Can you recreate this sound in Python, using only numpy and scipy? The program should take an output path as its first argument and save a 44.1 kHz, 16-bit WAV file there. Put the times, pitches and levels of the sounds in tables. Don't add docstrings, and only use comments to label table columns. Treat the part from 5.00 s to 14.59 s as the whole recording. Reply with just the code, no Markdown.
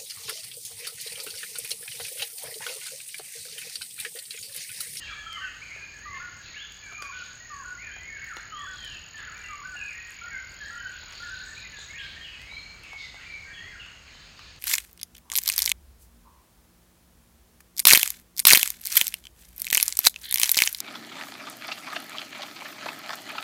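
import sys
import numpy as np
from scipy import signal
from scipy.io import wavfile
from scipy.ndimage import uniform_filter1d

SR = 44100
rng = np.random.default_rng(int(sys.argv[2]) if len(sys.argv) > 2 else 0)


def decibels_to_gain(level_db):
    exponent = np.asarray(level_db, float) / 20
    return 10 ** exponent


def digitize_waveform(pressure):
    field = np.atleast_2d(pressure).T
    bounded = np.clip(field, -1, 1)
    quanta = np.round(bounded * 32767).astype(np.int16)
    wavfile.write(sys.argv[1], SR, quanta)


N = 422919


def evened(x):
    return x / np.sqrt(np.mean(x ** 2) + 1e-20)


def read(points, hz):
    f, value = np.transpose(points)
    return np.interp(np.log(hz + 1), np.log(f + 1), value)


def add(mix, s, sound):
    part = mix[round(s * SR):][:len(sound)]
    part += sound[:len(part)]


def unsteady(span):
    drift = uniform_filter1d(rng.standard_normal(N + SR), span)
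    return evened(uniform_filter1d(drift, span))


def resonate(x, hz, width):
    turn = np.exp(2j * np.pi * np.cumsum(hz * np.ones(len(x))) / SR)
    r = np.exp(-np.pi * width / SR)
    return 2 * (turn * signal.lfilter([1 - r], [1, -r], x / turn + 1e-18)).real


def tone(hz, db, shimmer, taper):
    envelope = decibels_to_gain(db + shimmer) * signal.windows.tukey(len(hz), taper)
    return envelope * np.sin(2 * np.pi * np.cumsum(hz) / SR)


# t/s, f/Hz, level/dB
FALLING_NOTES = [
    (1.049, 1121, -40),
    (1.976, 1137, -42),
    (2.495, 1118, -41),
    (3.515, 1174, -39.5),
    (4.484, 1173, -39),
]
# t/s, length/s, f/Hz, level/dB
ARCHED_NOTES = [
    (.405, 0.083, 1544, -36),
    (1.195, 0.11, 1454, -39),
    (2.115, 0.12, 1499, -39.5),
    (2.64, 0.13, 1480, -40),
    (3.665, 0.095, 1517, -38),
    (4.63, 0.14, 1512, -39.5),
]
FALL = [(0, 1.11), (.4, 1), (.85, .99), (1, .86)]
ARCH = [(0, .9), (.17, 1), (.6, 1), (1, .94)]


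def near_bird(falling_s=.142):
    out = np.zeros(N)
    waver, shimmer = .007 * unsteady(span=400), 2.7 * unsteady(span=300)
    falling = [(s, falling_s, hz, db) for s, hz, db in FALLING_NOTES]
    for notes, shape in ((falling, FALL), (ARCHED_NOTES, ARCH)):
        for s, length, hz, db in notes:
            u = np.linspace(0, 1, round(length * SR))
            bend = uniform_filter1d(np.interp(u, *np.transpose(shape)), 500, mode="nearest")
            now = slice(round(s * SR), round(s * SR) + len(u))
            add(out, s, tone(hz * bend * (1 + waver[now]), db, shimmer[now], .2))
    return out


# t/s, length/s, middle f/Hz, level/dB
STEADY = [(7.062, .026, 2270, -44), (2.208, .02, 1480, -38), (8.335, .02, 2300, -40),
          (7.27, .03, 2980, -47), (1.095, 0.088, 2104, -43), (3.045, .17, 2203, -40.5),
          (4.805, .058, 2520, -38.5), (4.94, .072, 1898, -45), (9.125, 0.056, 3080, -55.5)]
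HELD = [(.078, 0.095, 2352, -43.5), (.26, 0.052, 1330, -39), (.325, 0.05, 2100, -45),
        (1.49, 0.032, 1920, -49.5), (.158, 0.075, 1718, -43.5), (.76, 0.14, 2432, -46.5),
        (2.393, 0.11, 1880, -47.5), (2.822, 0.068, 2440, -42.5), (4.44, 0.024, 2745, -42),
        (3.64, 0.094, 3400, -49), (3.822, 0.024, 2420, -48), (4.895, 0.043, 2490, -47),
        (6.295, 0.095, 1530, -39), (7.55, 0.042, 3220, -55), (8.255, 0.091, 2342, -41),
        (8.333, 0.077, 2213, -45.5), (9.11, 0.07, 1700, -59), (9.408, 0.029, 2440, -54),
        (9.47, 0.056, 1737, -58), (5.777, 0.05, 3050, -46.5), (6.999, .025, 2510, -53),
        (7.27, 0.057, 2940, -53), (7.9, .11, 2208, -42), (7.99, 0.069, 3640, -51), (8.39, 0.13, 2195, -61),
        (8.47, 0.044, 1874, -45.5), (8.529, 0.077, 3323, -45), (5.56, 0.087, 3230, -53.5)]
EASING_UP = [(5.21, .088, 1430, -41), (5.7, .09, 1420, -42), (6.195, .09, 1440, -41),
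             (.225, 0.043, 3240, -50), (.428, 0.041, 1900, -47), (1.885, 0.2, 2423, -44.5),
             (5.639, 0.17, 1903, -46.5), (7.161, 0.022, 1835, -42.5), (7.45, 0.16, 2290, -44),
             (7.505, 0.165, 4190, -49)]
SCOOPING = [
    (0, 0.16, 3294, -46),
    (6.565, 0.024, 2420, -42.5),
    (6.88, 0.051, 2154, -44),
    (6.93, 0.033, 1850, -43),
    (8.626, 0.1, 2054, -51),
]
CLIMBING = [(2.044, 0.053, 2280, -47), (4.348, 0.03, 2340, -45.5), (2.985, 0.073, 2006, -46.5),
            (4.42, 0.14, 2010, -51), (5.186, 0.011, 2270, -39.5), (5.262, 0.047, 1876, -46),
            (6.4, 0.141, 1747, -47.5), (7.211, 0.045, 3220, -45.5), (8.447, 0.078, 1610, -49.5),
            (8.565, 0.084, 1865, -44)]
SETTLING = [
    (1.82, 0.076, 2300, -45),
    (2.032, 0.051, 1630, -52),
    (6.72, 0.0745, 1686, -47),
    (7.993, 0.09, 2053, -48.5),
]
SAGGING = [
    (0, 0.074, 2790, -46),
    (1.139, 0.041, 1770, -45),
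    (1.557, 0.031, 1707, -43.5),
    (5.601, 0.047, 1702, -38),
    (6.966, 0.088, 1645, -45.5),
    (6.982, 0.024, 3330, -44),
]
DROOPING = [(.078, 0.042, 1623, -43), (.373, 0.086, 1804, -45.5), (.758, 0.071, 1684, -49),
            (1.372, 0.049, 1700, -50.5), (2.25, 0.074, 1720, -55), (.93, 0.072, 1685, -49.5),
            (4.136, 0.083, 1730, -43), (4.73, 0.098, 1704, -42.5), (4.476, 0.093, 2250, -47.5),
            (5.302, 0.07, 2153, -39), (5.31, 0.0826, 1557, -37.5), (5.8, 0.087, 1550, -37.5),
            (6.638, 0.025, 2055, -43.5), (7.33, 0.039, 2530, -47), (8.795, 0.029, 2800, -42.5)]
HOOKING = [(0, 0.049, 1790, -44), (.056, 0.026, 2530, -41), (.096, 0.038, 1320, -43),
           (1.6, 0.056, 1570, -52), (.365, 0.029, 1210, -40.5), (2.5, 0.15, 1663, -47),
           (2.83, 0.097, 1727, -45), (3.09, 0.11, 1730, -43.5), (3.57, 0.11, 1804, -45.5),
           (6.79, 0.041, 1542, -55), (1.812, 0.1, 1646, -47.5), (3.204, 0.13, 1850, -44),
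           (3.295, 0.039, 1450, -39), (3.364, 0.045, 1745, -45), (3.807, 0.1, 1772, -45),
           (4.204, 0.077, 1757, -49), (4.274, 0.028, 1430, -39), (4.868, 0.066, 2283, -43),
           (7.235, 0.057, 2810, -42), (8.164, 0.053, 1510, -53), (8.544, 0.044, 2990, -45),
           (8.712, 0.054, 1585, -47)]
# t/s, length/s, start f/Hz, end f/Hz, level/dB
SWEEPS = [(0.26, .125, 3260, 2950, -41), (0.369, .125, 2984, 2480, -48), (0.614, 0.028, 2116, 2524, -41.5),
          (0.699, 0.065, 1973, 2520, -42), (1.447, 0.077, 2750, 1920, -54), (1.02, .085, 1750, 2075, -46),
          (1.54, .042, 2000, 2950, -44), (1.575, .068, 2880, 3540, -44), (1.885, .045, 1550, 1180, -49),
          (2.773, 0.072, 1893, 2420, -44), (2.903, 0.071, 2950, 3300, -52), (3.492, .15, 2816, 3450, -48),
          (4.745, .035, 2900, 2250, -49), (4.762, .052, 2900, 2520, -42.5), (5.09, .035, 1950, 1400, -52),
          (7.386, 0.075, 1880, 2156, -49), (7.486, 0.06, 3760, 3900, -55), (3.755, 0.23, 3333, 2516, -42.5),
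          (6.936, 0.047, 2034, 2575, -44), (6.981, 0.03, 2490, 3370, -41.5),
          (6.229, 0.06, 1790, 1590, -41.5), (7.83, 0.045, 2780, 2144, -46),
          (8.197, 0.088, 1760, 2205, -50.5), (9.063, 0.048, 2700, 1850, -53.5),
          (9.395, 0.04, 3050, 2300, -54)]


def whistles(risen_by_middle=.62, fallen_by_middle=.42):
    out = np.zeros(N)
    waver, shimmer = .005 * unsteady(span=300), 2.5 * unsteady(span=300)
    shapes = [(STEADY, .975, .99), (HELD, 1.002, .97), (EASING_UP, .93, 1),
              (SCOOPING, .895, 1.02), (CLIMBING, .98, 1.057), (SETTLING, 1.067, .98),
              (SAGGING, 1.007, .925), (DROOPING, 1.057, .94), (HOOKING, 1.075, .855)]
    notes = []
    for rows, start, end in shapes:
        notes += [(s, length, start * hz, hz, end * hz, db) for s, length, hz, db in rows]
    for s, length, a, b, db in SWEEPS:
        done = risen_by_middle if b > a else fallen_by_middle
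        notes.append((s, length, a, a + done * (b - a), b, db))
    for s, length, start_hz, middle_hz, end_hz, db in notes:
        u = np.linspace(0, 1, round(length * SR))
        now = slice(round(s * SR), round(s * SR) + len(u))
        hz = start_hz * (1 - u) * (1 - 2 * u) + 4 * middle_hz * u * (1 - u) + end_hz * u * (2 * u - 1)
        add(out, s, tone(hz * (1 + waver[now]), db, shimmer[now], .28))
    return out


# t/s, length/s, start f/Hz, level/dB
BROAD_RASPS = [(0.008, 0.127, 3820, -52.5), (1.417, 0.21, 3320, -57), (2.16, 0.13, 3800, -53.5),
               (3.695, 0.28, 4000, -55), (4.162, 0.066, 2660, -50), (6.166, 0.19, 3860, -52.5),
               (6.442, 0.086, 7000, -57.5), (6.78, 0.08, 6830, -54), (7.969, 0.11, 3900, -49),
               (9.08, 0.25, 3890, -59), (9.356, 0.17, 4000, -56)]
TIGHT_RASPS = [(1.14, 0.045, 2400, -50), (5.915, 0.079, 2700, -53), (6.07, .085, 2300, -51.5),
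               (6.09, .07, 3050, -55), (9.065, .06, 2450, -57), (10, .055, 2600, -55),
               (9.25, .05, 2750, -59), (8.86, .07, 1800, -59), (1.417, 0.12, 3940, -56),
               (1.459, 0.059, 2530, -63), (2.119, 0.11, 2940, -52), (3.157, 0.052, 2500, -56),
               (6.985, 0.074, 3000, -52), (7.25, 0.146, 2260, -56), (7.83, 0.086, 2500, -52),
               (8.19, .07, 2280, -49), (5.062, 0.051, 2000, -52.5), (5.6, 0.065, 4230, -53.5),
               (7.022, 0.123, 3780, -52)]
THIN_RASPS = [(7.005, .05, 3150, -49), (4.18, .07, 1700, -53), (6.64, .04, 2050, -51),
              (6.07, .08, 1500, -54), (1.16, .12, 1680, -52), (2.8, .1, 2150, -49.5),
              (3.21, 0.087, 1870, -50), (3.39, .055, 1700, -50.5), (8.797, .06, 2820, -51),
              (4.89, .08, 2100, -54), (5.1, 0.076, 2370, -54), (.7, 0.065, 2200, -52),
              (1.65, .06, 3150, -56), (.39, .09, 1900, -55), (4.163, 0.324, 1690, -51.5),
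              (8.2, .17, 4130, -59), (8.46, 0.31, 1940, -58), (5.98, 0.061, 4100, -52),
              (6.13, 0.07, 4280, -49.5), (6.345, 0.078, 4000, -48.5), (6.54, 0.1, 3980, -50.5),
              (6.76, 0.082, 3760, -49.5)]


def rasps(buzz_hz=140, rough=0.95, end_factor=0.99):
    out = np.zeros(N)
    wobble = evened(uniform_filter1d(rng.standard_normal(N + SR), 400))
    beat = np.cumsum(buzz_hz * (1 + 0.38 * wobble)) / SR
    breath = (rough + np.exp(-(beat % 1) / 0.14)) * rng.standard_normal(N + SR)
    for rows, spread_hz in ((BROAD_RASPS, 1210), (TIGHT_RASPS, 870), (THIN_RASPS, 530)):
        for s, length, start_hz, db in rows:
            part = breath[round(s * SR):][:round(length * SR)]
            hz = np.linspace(start_hz, end_factor * start_hz, len(part))
            for _ in range(3):
                part = resonate(part, hz, 2 * spread_hz)
            add(out, s, decibels_to_gain(db) * evened(part) * signal.windows.tukey(len(part), .25))
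    return out


# t/s, level/dB, wing f/Hz
CRICKET = [
    (0, -66, 6640),
    (.8, -62, 6630),
    (1.0, -56, 6660),
    (2.4, -53, 6750),
    (4.5, -53, 6760),
    (6.988, -54, 6720),
    (6.995, -95, 6720),
]
# t/s, lead/strokes
STROKE_LEAD = [(.75, -.16), (1.25, -.12), (2.1, -.2), (2.75, 0), (3.75, .21), (5.0, .38), (5.75, .41),
               (6.25, .38), (6.9, .27)]


def cricket(strokes_per_s=42.5, stroke_s=.0095, sag=.055, octave_db=-26):
    t = np.arange(N) / SR
    s, db, hz = np.transpose(CRICKET)
    beat = strokes_per_s * t + np.interp(t, *np.transpose(STROKE_LEAD))
    since = ((beat + .5) % 1 - .5) / strokes_per_s
    u = np.clip(since / stroke_s, -.5, .5)
    uneven = 1 + 0.002 * evened(uniform_filter1d(rng.standard_normal(N), 800))
    turn = 2 * np.pi * np.cumsum(np.interp(t, s, hz) * uneven * (1 - sag * u)) / SR
    stroke = np.cos(np.pi * u) ** 2 * (np.sin(turn) + decibels_to_gain(octave_db) * np.sin(2.03 * turn))
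    return decibels_to_gain(np.interp(t, s, db)) * evened(stroke)


# t/s, peak level/dB, ring f/Hz
DRIPS = [(0.762, -47, 605), (1.924, -41.5, 706), (2.023, -36, 1730), (2.0235, -38, 4700), (2.193, -50, 486),
         (2.965, -44.5, 700), (3.367, -44, 720), (3.369, -35.5, 2840), (3.368, -40, 4200),
         (4.753, -47, 764), (5.246, -48, 756), (6.032, -44.5, 894), (6.787, -46, 897), (7.524, -48, 870),
         (7.931, -40, 740), (8.143, -44.5, 696), (8.862, -45, 621), (9.151, -51, 1140), (9.275, -52, 2410),
         (9.392, -42.5, 1200)]


def drips(ring_s=.018, splash_db=0, gain_db=3):
    out, t = np.zeros(N), np.arange(2000) / SR
    splashes = rng.standard_normal((len(DRIPS), len(t)))
    for (s, db, hz), splash in zip(DRIPS, splashes):
        dull = evened(resonate(resonate(splash, 1100, 2600), 1300, 5000))
        ring = np.sin(2 * np.pi * hz * t) + decibels_to_gain(splash_db) * dull
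        add(out, s, decibels_to_gain(db + gain_db - 60 * t / ring_s) * np.clip(t / 0.00046, 0, 1) * ring)
    return signal.sosfilt(signal.butter(2, 380, "high", fs=SR, output="sos"), out)


# t/s, peak level above 8 kHz/dB, relative level of the duller part/dB
SNAPS = [(0.329, -54.5, 17), (1.722, -41.5, -12), (2.022, -53.5, 18), (3.244, -38, -12),
         (3.3674, -46.5, 5.5), (3.847, -36.5, -10), (4.179, -59, 9), (4.379, -48, 5), (5.106, -39, -12),
         (5.5396, -49, -10), (6.125, -55, 10), (6.788, -53.5, -4), (7.4168, -43.5, -4), (7.8355, -44, -7),
         (9.5625, -58, 8)]


def snaps(crack_s=.008, dull_hz=4500, gain_db=.5):
    out, t = np.zeros(N), np.arange(1200) / SR
    bursts = rng.standard_normal((len(SNAPS), 2, len(t)))
    for (s, db, dull_db), (thin, thick) in zip(SNAPS, bursts):
        body = evened(resonate(resonate(thick, dull_hz, 4000), dull_hz, 4000))
        crack = .7 * resonate(thin, 9000, 6500) + decibels_to_gain(dull_db + 5) * body
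        add(out, s, decibels_to_gain(db + gain_db - 60 * t / crack_s) * crack)
    return out


# t/s, level/dB
FAR_CRICKETS = [
    (0, -57),
    (1, -57),
    (2.502, -54.5),
    (5, -82),
    (7, -67),
    (8, -61.5),
    (9.59, -64.5),
]


def far_crickets(wing_hz=6600, spread_hz=330, strokes_per_s=500):
    strokes = (rng.random(N) < strokes_per_s / SR) * rng.standard_normal(N)
    strokes = strokes + 0.15 * rng.standard_normal(N)
    band = resonate(resonate(strokes, wing_hz, spread_hz), wing_hz, 2 * spread_hz)
    return decibels_to_gain(np.interp(np.arange(N) / SR, *np.transpose(FAR_CRICKETS))) * evened(band)


# f/Hz, level per Hz/dB
FLOOR = [(30, -35), (44, 3.5), (64, -1), (110, -7), (300, -17.5), (900, -20), (1500, -16.5), (2800, -15),
         (3600, -25), (4400, -15), (5700, -28), (7500, -28.5), (10500, -45), (14500, -39.5)]
# t/s, level/dB
FAR_CHORUS = [
    (0, 3),
    (3, 0.5),
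    (6, 4.5),
    (8, 1.5),
    (9.59, 0),
]
# middle t/s, half length/s, rise/dB
SWELLS = [
    (3.798, 0.24, 2.5),
    (6.907, 0.43, 0.5),
]


def forest_hum(floor_db=-49.5, patchy_db=1.2, gust_db=1.2):
    frames, hz = N // 256 + 5, np.fft.rfftfreq(1024, 1 / SR)
    a, b, patches = rng.standard_normal((frames, 513, 3)).T
    patches = evened(uniform_filter1d(uniform_filter1d(patches, 10, 0), 14, 1))
    t = np.arange(frames) * 256 / SR
    rumble_db = gust_db * evened(uniform_filter1d(rng.standard_normal(frames), 40))
    for s, half, db in SWELLS:
        rumble_db = rumble_db + db * np.exp(-((t - s) / half) ** 2)
    patches_db = patchy_db * (1 + (hz[:, None] / 17000) ** 2) * patches
    chorus_db = np.interp(t, *np.transpose(FAR_CHORUS)) + patches_db
    chorus_share = np.clip(np.log2(hz / 700 + 1e-9), 0, 1)[:, None]
    level_db = read(FLOOR, hz)[:, None] + chorus_share * chorus_db + (1 - chorus_share) * rumble_db
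    hum = signal.istft((a + 1j * b) * decibels_to_gain(level_db), nperseg=1024, noverlap=768)[1][:N]
    return decibels_to_gain(floor_db) * evened(hum)


# f/Hz, t60/s
WOODS = [(500, 0.12), (1500, .85), (3000, 0.9), (6500, .6), (12000, 0.43)]


def among_trees(x, wet_db, first_s):
    slots = np.arange(0, SR - 22, 22)
    places = slots + rng.integers(0, 22, (3, len(slots)))
    taps = np.zeros((3, SR))
    np.put_along_axis(taps, places, rng.choice([-1., 1.], (3, len(slots))), 1)
    hz, t, z = signal.stft(taps, SR, nperseg=256)
    onset = np.clip(t / first_s, 0, 1) ** 2
    decay = decibels_to_gain(-60 * t / read(WOODS, hz)[:, None])
    tails = signal.istft(z * onset * decay, SR, nperseg=256)[1]
    sway = 2 * np.pi * (13 * np.arange(N) / SR + .2 * unsteady(span=4000)[:N])
    shares = np.sqrt(2 / 3) * np.cos(sway + 2 * np.pi / 3 * np.arange(3)[:, None])
    wet = signal.fftconvolve(x * shares, tails / np.linalg.norm(tails[0]), axes=1)[:, :N].sum(0)
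    return x + decibels_to_gain(wet_db) * wet


def scene():
    near = among_trees(near_bird(), wet_db=-7.5, first_s=.015)
    far = among_trees(whistles() + rasps(), wet_db=-1.3, first_s=.012)
    insects = among_trees(cricket(), wet_db=-13, first_s=.002) + far_crickets()
    ticks = among_trees(snaps() + drips(), wet_db=-3.0, first_s=.0025)
    return (near + far + insects + ticks + forest_hum())[None]


# t/s, length/s
SILENCED = [(1.04, .32), (1.44, .26), (1.79, .05), (1.96, .05), (2.08, .16), (2.38, .15), (2.75, .26),
            (3.05, .07), (3.16, .09), (3.44, .14), (4.1, .06), (4.21, .1), (4.57, .06), (4.96, .1),
            (5.17, .32), (5.56, .09), (5.79, .1), (5.94, .15), (6.62, .07), (6.96, .03)]
# lowest f/Hz, highest f/Hz
SILENCED_BAND_HZ = (7170, 11950)
# f/Hz, share
LOST = [(7200, 0), (7400, .3), (9500, .45), (11800, .35), (12200, .08), (13000, 0), (13900, 0),
        (14300, .12), (15800, .28)]


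def treble_gaps(x):
    hz, t, z = signal.stft(x, SR, nperseg=1024, noverlap=768)
    inside = ((hz > SILENCED_BAND_HZ[0]) & (hz < SILENCED_BAND_HZ[1]))[:, None]
    silenced = sum((t > s - .005) & (t < s + length + .005) for s, length in SILENCED) > 0
    spans = len(t) // 6 + 1
    luck = rng.random((spans, 43)).T ** decibels_to_gain(3 * rng.standard_normal(spans))
    luck = np.repeat(np.repeat(luck, 12, 0), 6, 1)[:len(hz), :len(t)]
    trilling = np.where((t > CRICKET[1][0]) & (t < CRICKET[-1][0]), 1, .07)
    level = abs(z[0, hz > 8000]).mean(0)
    calm = level < 2.5 * np.median(level)
    scattered = (luck < read(LOST, hz)[:, None] * np.where(inside, trilling, 1)) & calm
    lost = scattered | (inside & silenced)
    return signal.istft(z * ~lost, SR, nperseg=1024, noverlap=768)[1][:, :N]


def roll_off(x):
    return signal.sosfilt(signal.butter(12, 15810, fs=SR, output="sos"), x)


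def record(dry):
    kept = signal.sosfilt(signal.butter(3, 38, "high", fs=SR, output="sos"), dry)
    return roll_off(treble_gaps(kept))


dry = scene()
out = record(dry)
digitize_waveform(out)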